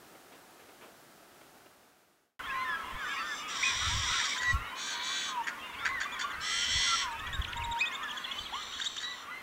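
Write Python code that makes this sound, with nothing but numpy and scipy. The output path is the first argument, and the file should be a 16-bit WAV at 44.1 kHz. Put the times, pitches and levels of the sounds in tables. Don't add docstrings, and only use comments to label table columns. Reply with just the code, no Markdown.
import sys
import numpy as np
from scipy import signal
from scipy.fft import rfft, irfft
from scipy.io import wavfile
from scipy.ndimage import uniform_filter1d

SR = 44100
rng = np.random.default_rng(int(sys.argv[2]) if len(sys.argv) > 2 else 0)


def log_audio(samples):
    frames = np.atleast_2d(samples).T
    limited = np.clip(frames, -1, 1)
    pcm = np.round(limited * 32767).astype(np.int16)
    wavfile.write(sys.argv[1], SR, pcm)


N = 415422
T = np.arange(N) / SR
CUT_S = 2.393


def undb(db):
    return 10 ** (np.asarray(db) / 20)


def unit(x):
    return x / np.sqrt(np.mean(x ** 2))


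def curve(rows):
    return np.interp(T, *np.transpose(rows))


def coloured(shape):
    shape_hz, shape_db = np.transpose(shape)
    bin_hz = np.arange(N // 2 + 1) * SR / N + 1
    bin_db = np.interp(np.log(bin_hz), np.log(shape_hz), shape_db)
    return unit(irfft(rfft(rng.standard_normal(N)) * undb(bin_db), N))


def band(x, hz, width_hz):
    return signal.lfilter(*signal.iirpeak(hz, hz / width_hz, SR), x)


def walk(rate_hz, size=N):
    k = max(int(SR / rate_hz), 1)
    return unit(uniform_filter1d(uniform_filter1d(rng.standard_normal(size), k), k))


def burst(start_s, scale_s):
    u = np.clip((T - start_s) / scale_s, 0, None)
    return np.sqrt(u) * np.exp(1 - u ** 2 - u)


def arc(first_hz, middle_hz, last_hz):
    parabola = np.polyfit([0, .5, 1], [first_hz, middle_hz, last_hz], 2)
    return np.polyval(parabola, np.arange(4) / 3)


def notes(rows, spill_s, edge_s, third_db):
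    out = np.zeros(N + SR)
    quaver_db = 0.77 * walk(103, size=N + SR)
    for start, length, *hz, early_db, late_db, octave_db in rows:
        i, n = int((start - spill_s) * SR), int((length + 2 * spill_s) * SR)
        s = np.arange(n) / SR
        u = (s - spill_s) / length
        glide = np.polyfit(np.arange(4) / 3, hz, 3)
        phase = 2 * np.pi * np.cumsum(np.polyval(glide, np.clip(u, -.15, 1.15))) / SR
        ends = np.sin(np.pi / 2 * np.clip(np.minimum(s, s[::-1]) / edge_s, 0, 1)) ** 2
        swell_db = np.interp(u, [.25, .75], [early_db, late_db])
        gain = np.sqrt(2) * ends * undb(swell_db + quaver_db[i:i + n])
        second = undb(octave_db) * np.sin(2 * phase)
        third = undb(octave_db + third_db) * np.sin(3 * phase)
        out[i:i + n] += gain * (np.sin(phase) + second + third)
    return out[:N]


def reed_bed():
    # freq_hz, density_db (per Hz)
    hush_spectrum = [(15, -57), (25, -24), (378, -6), (509, -10), (722, -7), (997, -12.5), (1200, -11),
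                     (1300, -9.5), (2170, -17), (3630, -20), (15500, -26)]
    # time_s, level_db
    hush_level = [(0, -55.5), (1.5, -57), (1.8, -60.5), (2.1, -67), (2.25, -72), (2.36, -87), (2.39, -102)]
    # start_s, level_db, scale_s (of the swell and fall)
    rustle_rows = [(0.147, -57, 0.017), (0.318, -52.5, 0.051), (0.59, -56, 0.046), (0.686, -55.5, 0.028),
                   (0.808, -52, 0.089), (1.41, -55, 0.017), (1.66, -54, 0.013)]
    hush = coloured(hush_spectrum) * undb(curve(hush_level) + 0.27 * walk(24))
    dry_reeds = coloured([(120, -22), (300, 10.5), (1300, 1), (3000, -2.5), (6000, -26)])
    return hush + dry_reeds * sum(undb(db) * burst(s, scale) for s, db, scale in rustle_rows)


def marsh_hush():
    # freq_hz, density_db (per Hz)
    hush_spectrum = [(60, -30), (150, -14), (250, -5), (330, -10), (750, -9), (1050, -3), (1800, -6),
                     (3300, -14), (4300, -22), (15500, -29.5)]
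    # time_s, level_db
    hush_level = [(2.39, -46), (8.4, -47.5), (9.0, -52), (9.42, -48.5)]
    return coloured(hush_spectrum) * undb(curve(hush_level))


def wind():
    # peak_s, level_db, rise_s, fall_s (the last two are the times of a 20 dB change)
    gust_rows = [(2.55, -57, .5, .6), (2.947, -36.5, .025, 0.026), (3.93, -34, 0.19, 0.21),
                 (4.542, -31.5, 0.068, 0.085), (5.95, -56.5, 0.24, 0.11), (6.4, -47.5, .07, 0.067),
                 (6.78, -38.5, 0.12, 0.04), (7.4, -33.5, 0.11, 0.044), (7.72, -43.5, 0.94, 0.069),
                 (8.42, -48, 0.05, 0.077), (8.8, -66, .8, 0.49)]
    calm_db = -72.5
    rumble = coloured([(15, -11), (40, -6.0), (75, -2.5), (120, -9.5), (200, -25), (400, -57)])
    gusts = sum(undb(db - 20 * np.maximum((s - T) / rise, (T - s) / fall))
                for s, db, rise, fall in gust_rows)
    return unit(rumble * undb(2.75 * walk(54))) * (gusts + undb(calm_db))


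def chorus(count=520):
    # time_s, level_db
    chorus_level = [(2.39, -48), (3.0, -46), (3.6, -41), (4.4, -42.5), (5.0, -48.5), (5.6, -45),
                    (6.3, -44.5), (7.0, -44), (7.7, -49), (8.4, -47.5), (9.0, -56.5), (9.42, -49)]
    when, long, pitch, bow, slope, loud = rng.random((count, 6)).T
    hz = 990 * 2 ** (1.8 * pitch ** 1.2)
    shape = np.linspace(-1, 1, 4)
    slant = 0.1608 * (slope[:, None] - .5) * shape
    arch = 0.084 * bow[:, None] * (1 - shape ** 2)
    glide = hz[:, None] * (1 + slant + arch)
    db = -3.0 * np.log(loud + .05) - 7.0 * pitch
    octave_db = -12 - 14.0 * pitch
    rows = np.column_stack([2.2 + when * 7.2, 0.02584 + 0.1024 * long, glide, db, db, octave_db])
    return unit(notes(rows, .01, 0.0031, -8)) * undb(curve(chorus_level))


def echoes(x):
    t60_s, echo_db = 0.43, -16
    s = np.arange(SR // 2) / SR
    decay = np.exp(-np.log(1000) * s / t60_s) * (s > .006)
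    tail = band(rng.standard_normal(len(s)), 1100, 7800) * decay
    return x + undb(echo_db) * signal.fftconvolve(x, tail / np.sqrt(np.sum(tail ** 2)))[:N]


def chirps():
    # start_s, length_s, top_hz, slant (end over start pitch), level_db,
    # octave_db (second harmonic against the first)
    chirp_rows = [(2.399, 0.012, 1505, .89, -40.5, -14), (3.63, 0.017, 2424, 1.22, -28.5, -23),
                  (4.313, 0.025, 2310, 0.98, -38, -24), (4.378, 0.02, 3650, 1.17, -39, -8),
                  (5.435, 0.017, 3410, 1.26, -53, -3), (5.736, 0.016, 3530, 0.69, -52, -19),
                  (6.12, .029, 3520, 0.99, -45, -11), (6.302, 0.021, 3500, 0.9, -47, -10.5),
                  (6.336, 0.014, 4280, 0.87, -50, -25), (6.406, .02, 4300, 0.88, -50, -25),
                  (7.113, 0.019, 3980, 0.85, -51.5, -6), (7.194, 0.0075, 3630, 0.89, -43, -15),
                  (7.268, 0.01, 3400, 1, -41.5, -16), (7.33, 0.029, 3770, 1.1, -40.5, -13),
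                  (7.418, .007, 3470, 0.92, -37, -21), (7.443, 0.0079, 3670, 0.66, -39, -23),
                  (7.479, 0.016, 3280, 1.15, -47, -9), (7.526, 0.0088, 3650, 0.54, -41.5, -22),
                  (7.569, 0.013, 3770, 1.07, -43.5, -7.5), (7.608, 0.022, 2750, 0.77, -41.5, -25),
                  (7.64, .015, 3860, 1, -40, -9.5), (7.715, 0.015, 3810, 0.94, -38, -11),
                  (7.791, 0.023, 3720, 1.09, -40, -8), (7.855, 0.029, 3570, 1.15, -37.5, -17),
                  (7.913, 0.039, 3360, 1.4, -46, -9), (7.95, 0.011, 3650, 1.07, -37, -14),
                  (8.032, .011, 3440, 0.94, -42, -11.5), (8.083, 0.015, 3420, 0.74, -44.5, -20),
                  (8.102, 0.017, 3340, 0.9, -39, -16), (8.171, 0.014, 3430, 0.95, -37, -14),
                  (8.242, 0.013, 3450, 0.91, -35.5, -39), (8.313, 0.011, 3450, 1.04, -34.5, -24),
                  (8.387, 0.0085, 3530, 1, -36, -23), (8.435, .015, 4180, 1.1, -46, -30),
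                  (8.455, 0.015, 3380, 0.96, -40.5, -29), (8.532, .015, 3390, 0.88, -41, -26),
                  (8.62, 0.019, 3770, 1.44, -45, -13), (8.726, 0.029, 3320, 1.2, -43.5, -16),
                  (8.76, 0.016, 3500, 0.94, -45, -25), (8.813, 0.012, 3690, 1.17, -32.5, -15),
                  (8.86, 0.018, 3795, 1.12, -31.5, -12), (8.979, 0.012, 3660, 1.17, -34.5, -18)]
    arch_share = .08
    swell_db_per_octave = 19
    rows = []
    for s, length, hz, slant, db, octave_db in chirp_rows:
        foot_hz = hz * (1 - arch_share)
        swell_db = -swell_db_per_octave * np.log2(min(slant, 1))
        rows.append((s, length, *arc(foot_hz / np.sqrt(slant), hz, foot_hz * np.sqrt(slant)),
                     db - swell_db / 2, db + swell_db / 2, octave_db))
    return notes(rows, 0.0059, 0.0089, -24)


def whistle_octave_db(first_hz, middle_hz, last_hz):
    held_db, rise_db_per_octave = -23.5, 26.5
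    beak_hz, beak_octaves, beak_db = 3500, .22, 14
    shrill_hz, shrill_db_per_octave = 2300, -25
    pressed = held_db + rise_db_per_octave * np.log2(last_hz / first_hz)
    beak = beak_db * np.exp(-(np.log2(2 * middle_hz / beak_hz) / beak_octaves) ** 2)
    shrill = shrill_db_per_octave * max(np.log2(middle_hz / shrill_hz), 0)
    return min(pressed + (beak + shrill), -2)


def whistles():
    # start_s, length_s, start_hz, middle_hz, end_hz, level_db, swell_db (early to late)
    whistle_rows = [(2.415, 0.046, 1157, 1286, 1470, -47, 9), (2.438, 0.04, 3090, 3260, 3500, -47, -2),
                    (2.461, 0.07, 1860, 1696, 1600, -41.5, 5), (2.466, .12, 1048, 1062, 1040, -40.5, 9.5),
                    (2.473, 0.041, 2370, 2460, 2720, -50.5, 21), (2.518, .125, 1870, 2006, 2080, -44.5, 5),
                    (2.59, 0.15, 1039, 1029, 1021, -38.5, -3), (2.651, 0.11, 1840, 1720, 1624, -36.5, 5),
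                    (2.725, .1, 1257, 1330, 1290, -42, -3), (2.972, 0.084, 1754, 1660, 1430, -41.5, 6),
                    (3.052, 0.086, 1794, 1700, 1610, -42.5, 5), (3.081, 0.079, 2970, 3270, 3480, -50.5, -4),
                    (3.089, 0.053, 2230, 2430, 2550, -49, -3), (3.137, 0.09, 1033, 1287, 1310, -44.5, 11),
                    (3.16, 0.044, 2200, 2510, 2700, -43, 1), (3.165, 0.053, 1920, 1860, 1720, -44, 1),
                    (3.185, 0.057, 4640, 4580, 4660, -51.5, -3), (3.217, 0.13, 1770, 1805, 1645, -42.5, 9),
                    (3.656, 0.062, 2486, 2460, 2310, -34.5, -8), (3.831, 0.069, 1280, 1340, 1350, -44, 3),
                    (3.894, 0.089, 915, 1003, 1090, -43.5, 0), (4.123, .059, 1262, 1404, 1480, -40, -7),
                    (4.35, 0.23, 1013, 1034, 1128, -42, 3), (4.398, .12, 1934, 1949, 1936, -32, 9.5),
                    (4.543, .1, 1336, 1390, 1360, -47, -15), (4.655, 0.049, 3560, 3810, 3780, -56, 7),
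                    (4.937, .19, 951, 991, 1132, -46.5, 2), (5.28, 0.14, 1107, 1006, 904, -38.5, 11),
                    (5.332, .11, 2530, 2610, 2800, -60, 3), (5.503, .12, 1436, 1432, 1410, -53, -16),
                    (5.615, .056, 2650, 2810, 2770, -49.5, -1), (5.781, 0.1, 1430, 1760, 1990, -50, 4),
                    (5.787, .04, 3180, 3560, 3570, -50, -7), (5.787, 0.062, 1454, 1410, 1320, -45.5, 11),
                    (5.875, .12, 1950, 2050, 1780, -39, 2), (6.034, 0.028, 3555, 3510, 3560, -45.5, -10),
                    (6.055, .03, 1135, 1180, 1130, -40.5, -15), (6.118, 0.065, 1734, 1920, 1790, -50, 10),
                    (6.214, 0.034, 3480, 3510, 3650, -43, -9), (6.218, 0.16, 1440, 1407, 1520, -46.5, -2),
                    (6.242, 0.048, 1132, 1175, 1200, -41, -18), (6.866, .086, 1416, 1357, 1360, -35.5, 8),
                    (7.028, .14, 1124, 943, 924, -40, -4), (7.112, 0.041, 1082, 1200, 1260, -45.5, 3),
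                    (7.13, 0.16, 2220, 2580, 2280, -53.5, -4), (7.18, 0.15, 1286, 1212, 1080, -51.5, -10),
                    (7.2, .14, 1676, 1930, 1790, -50.5, -8), (7.331, 0.06, 1687, 1587, 1480, -43.5, -4),
                    (7.475, 0.12, 1435, 1455, 1410, -49.5, -9), (7.558, 0.23, 943, 936, 935, -37.5, 5),
                    (7.765, 0.066, 1372, 1900, 2560, -43.5, 2), (7.81, 0.042, 2404, 2550, 2480, -28, -4),
                    (7.83, 0.13, 1860, 1860, 1550, -45.5, -3), (7.914, 0.054, 2030, 2185, 2140, -45, -3),
                    (7.974, 0.077, 1092, 1170, 1410, -43, 1), (8.022, 0.064, 1833, 1745, 1630, -42, 1),
                    (8.102, 0.078, 1710, 1750, 1610, -45.5, 1), (8.22, .08, 4120, 4120, 4100, -54, 5),
                    (8.249, .096, 1880, 2150, 2210, -53, -6), (8.36, 0.091, 4600, 4620, 4500, -60, 4),
                    (8.273, 0.15, 2730, 3000, 3050, -46.5, 5), (8.526, 0.035, 764, 1002, 1110, -39.5, 3),
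                    (8.56, .06, 2950, 3280, 3500, -48, -4), (8.56, 0.044, 1137, 1220, 1234, -42, -2),
                    (9.031, .12, 1903, 1965, 1955, -44, 0), (9.031, 0.096, 3850, 3920, 3930, -42.5, -7),
                    (9.253, 0.048, 1018, 1117, 1250, -48, 9), (9.303, 0.11, 1950, 2075, 2080, -46, -2),
                    (9.305, 0.042, 1397, 1457, 1490, -47, -5)]
    rows = [(s, length, *arc(a, b, c), db - swell_db / 2, db + swell_db / 2, whistle_octave_db(a, b, c))
            for s, length, a, b, c, db, swell_db in whistle_rows]
    return notes(rows, .008, 0.013, -12)


def clucks():
    # start_s, level_db, treble_db (upper resonances), scale_s (of the swell and fall)
    cluck_rows = [(4.184, -27, -10, 0.042), (4.244, -29, -2.5, 0.031), (6.637, -47, 10.5, 0.054),
                  (4.359, -28, -7, 0.024), (4.409, -29, -6, 0.048), (5.469, -24, -14, 0.03),
                  (5.849, -21, -15.5, 0.039), (6, -25.5, -9.5, 0.04), (6.191, -25.5, -4, 0.042),
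                  (8.785, -36, -5, 0.071), (8.843, -36.5, 3.5, 0.022), (8.963, -36.5, -1, 0.02),
                  (9, -38.5, -1.5, 0.049)]
    # freq_hz, width_hz, level_db
    throat_rows = [(1700, 630, -7.5), (3160, 340, -11), (4510, 280, -11), (5920, 920, -12.5),
                   (6630, 810, -11)]
    grit = rng.standard_normal(N) * undb(3.5 * walk(400))
    rings = [undb(db) * unit(band(band(grit, hz, w), hz, w)) for hz, w, db in throat_rows]
    upper = sum(rings[1:])
    return sum(undb(db) * burst(s, scale) * (rings[0] + undb(treble_db) * upper)
               for s, db, treble_db, scale in cluck_rows)


def phrase(syllables):
    attack_s, release_s = .05, 0.0602
    bow, bow_db, bow_treble_db = .04, 6, -1
    break_sag, break_db = 0.02, -1.5
    end_sag, start_db, end_db = 0.0455, -12, -25.5
    rows = []
    for k, syllable in enumerate(syllables):
        start, end, early_hz, late_hz, early_db, late_db, open_db, bright_db, dull_db = syllable
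        last, long = k == len(syllables) - 1, end - start
        sag_in, in_db = (break_sag, break_db) if k else (end_sag, start_db)
        sag_out, out_db = (end_sag, end_db) if last else (break_sag, break_db)
        rise, fall = np.minimum([attack_s, release_s], long / 3)
        middle_hz = (early_hz + late_hz) / 2 * (1 + bow * long)
        middle_db = (early_db + late_db) / 2 + bow_db * long
        middle_treble_db = (bright_db + dull_db) / 2 + bow_treble_db * long
        close_db = dull_db if last else syllables[k + 1][6]
        rows += [(start, early_hz * (1 - sag_in), early_db + in_db, open_db),
                 (start + rise, early_hz, early_db, bright_db),
                 (start + long / 2, middle_hz, middle_db, middle_treble_db),
                 (end - fall, late_hz, late_db, dull_db),
                 (end, late_hz * (1 - sag_out), late_db + out_db, close_db)]
    return sorted(rows)


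def screech(rows, tones, tone_db, rasp_hz, offset_db, gain_db, multiple, chop, warble, rasp):
    s, pitch, level_db, treble_db = np.transpose(rows)
    i, j = int(s[0] * SR), int(s[-1] * SR)
    t = T[i:j]
    jitter = 1 + .0008 * walk(60, size=j - i)
    rate = uniform_filter1d(np.interp(t, s, pitch), SR // 40) / multiple * jitter
    flutter = 2 * np.pi * np.cumsum(rate) / SR
    voice = 0
    for k, db in zip(tones, tone_db):
        lag = 2 * np.pi * rng.random(2)
        chopped = np.exp(chop * np.cos(flutter + lag[0]))
        clean = unit(chopped * np.sin(k * flutter + warble * np.sin(4 * flutter + lag[1])))
        in_phase = walk(rasp_hz, size=j - i) * np.sin(k * flutter)
        blur = unit(in_phase + walk(rasp_hz, size=j - i) * np.cos(k * flutter))
        blur = unit(blur + .5 * walk(4 * rasp_hz, size=j - i) * np.sin(k * flutter))
        drift_db = 2.2 * walk(8, size=j - i)
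        tilt_db = (np.interp(t, s, treble_db) + offset_db) * np.clip(k * rate / 1000 - 4, 0, 1)
        rough = np.clip(rasp * (k * rate / 3000) ** .4, 0, .9)
        partial = np.sqrt(1 - rough) * clean * undb(drift_db) + np.sqrt(rough) * blur
        voice = voice + undb(db + tilt_db) * partial
    ends = np.clip(np.minimum(t - t[0], t[-1] - t) / 0.016, 0, 1)
    out = np.zeros(N)
    out[i:j] = unit(voice) * ends * undb(np.interp(t, s, level_db) + gain_db)
    return out


def screeches():
    # start_s, end_s, early_hz, late_hz (of one strong partial), early_db, late_db
    # (before the throat's gain), treble dB at the opening, early and late (before the throat's offset)
    syllable_rows = [
        [(2.98, 3.2, 5970, 6150, -56, -51, 2, -7, -4), (3.23, 3.475, 6030, 6100, -53, -46, -9, -2, -6.5)],
        [(3.475, 3.58, 5790, 5770, -41, -39, 16, 1, .6), (3.58, 3.75, 5670, 5900, -35, -33.5, .5, 1, 0.54),
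         (3.75, 3.98, 5717, 5700, -36.5, -33.5, 1.5, 1, 0.65),
         (3.98, 4.29, 5717, 5740, -34, -34, 2.5, 0.17, .6), (4.29, 4.42, 5700, 6000, -37, -44, 3.5, 0.49, .6)],
        [(4.41, 4.58, 3830, 3900, -51, -47.5, .5, .5, .6)],
        [(4.745, 5.0, 2340, 2330, -42.5, -36.5, -15, -7, -12),
         (5.0, 5.36, 2326, 2300, -37.5, -38.5, -25, -10, -10.5)],
        [(6.4, 6.67, 2325, 2350, -37, -33, -3, -5.5, -6), (6.67, 7.09, 2325, 2340, -32, -32.5, -10, -6.5, -9.5)],
        [(8.08, 8.27, 5960, 6300, -63, -59.5, .5, 1, .6), (8.28, 8.5, 5960, 6400, -59, -56.5, -5, 0.17, 0.47),
         (8.51, 9.29, 5877, 5900, -52.5, -58, -8, 0.17, .6)],
    ]
    rise_tones, long_tones, clear_tones = [35, 48, 53, 60, 72, 80, 94], [27, 32, 41, 45, 49, 52, 58, 64, 70, 78, 89,
                                                               98, 103, 110, 125], [10, 13, 15, 16, 18, 19,
                                                                                   20, 21, 23, 24, 26, 27,
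                                                                                   28, 32]
    pair_tones, loud_tones, far_tones = [18, 22, 27, 36, 40, 45, 50, 54, 65, 72, 77, 81, 92, 102], [23, 27, 36, 39, 43, 47, 50, 63, 66, 74, 84, 88,
                                                             92, 100, 115], [28, 43, 49, 52, 59, 76, 83,
                                                                                 100, 104]
    rise_db, long_db, clear_db = [-3.5, -8, -5, -3, -6, -19, -21], [-4, -7.5, -8, -1.7, -3, -5, -14, -13.5, -9.5, -3.5, -16,
                                                   -13, -13.5, -17.5, -26], [1, -7, 0, -14, -1, -7, -14, -5, -4, -12,
                                                                    -1, -2, -2, -0.5]
    pair_db, loud_db, far_db = [-11, -15, -13, -11.5, -9, -10, -10, -14.5, -11.5, -8, -10, -12, -14.5,
                                -24.5], [-6.5, -11.5, -4.5, -5, -21, -12.5, -7.5, -6.5, -6, -9, -19,
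                                                 -11.5, -13.5, -23.5, -29.5], [-13, -1.5, -2.5, -0.5, -3.5, -11.5, -5,
                                                                  -8.5, -11]
    # multiple (that the pitch curve follows), chop depth, warble depth,
    # rasp (blurred share 0-1 of the power of a partial at 3 kHz)
    grain_rows = [(60, .5, .3, .55), (78, .9, .6, .48), (16, .05, 0, .15), (27, .7, .5, .33),
                  (27, .8, .6, .33), (83, .8, .5, .55)]
    # partials, their levels, rasp_hz (rate of the blur), treble offset_db, gain_db
    throats = [(rise_tones, rise_db, 300, 0, 3), (long_tones, long_db, 450, 0, .6),
               (clear_tones, clear_db, 250, 0, 3), (pair_tones, pair_db, 450, 5, .6),
               (loud_tones, loud_db, 450, 5, .6), (far_tones, far_db, 500, 0, 6)]
    return sum(screech(phrase(syllables), *throat, *grain)
               for syllables, throat, grain in zip(syllable_rows, throats, grain_rows))


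def scene():
    near_birds = chirps() + whistles() + clucks() + screeches()
    marsh = marsh_hush() + wind() + echoes(near_birds + chorus())
    mono = np.where(T < CUT_S, reed_bed(), marsh)
    return np.array([mono, mono])


def record(dry):
    top_hz = 15750
    return signal.sosfilt(signal.ellip(10, .2, 60, top_hz, fs=SR, output="sos"), dry)


dry = scene()
out = record(dry)
log_audio(out)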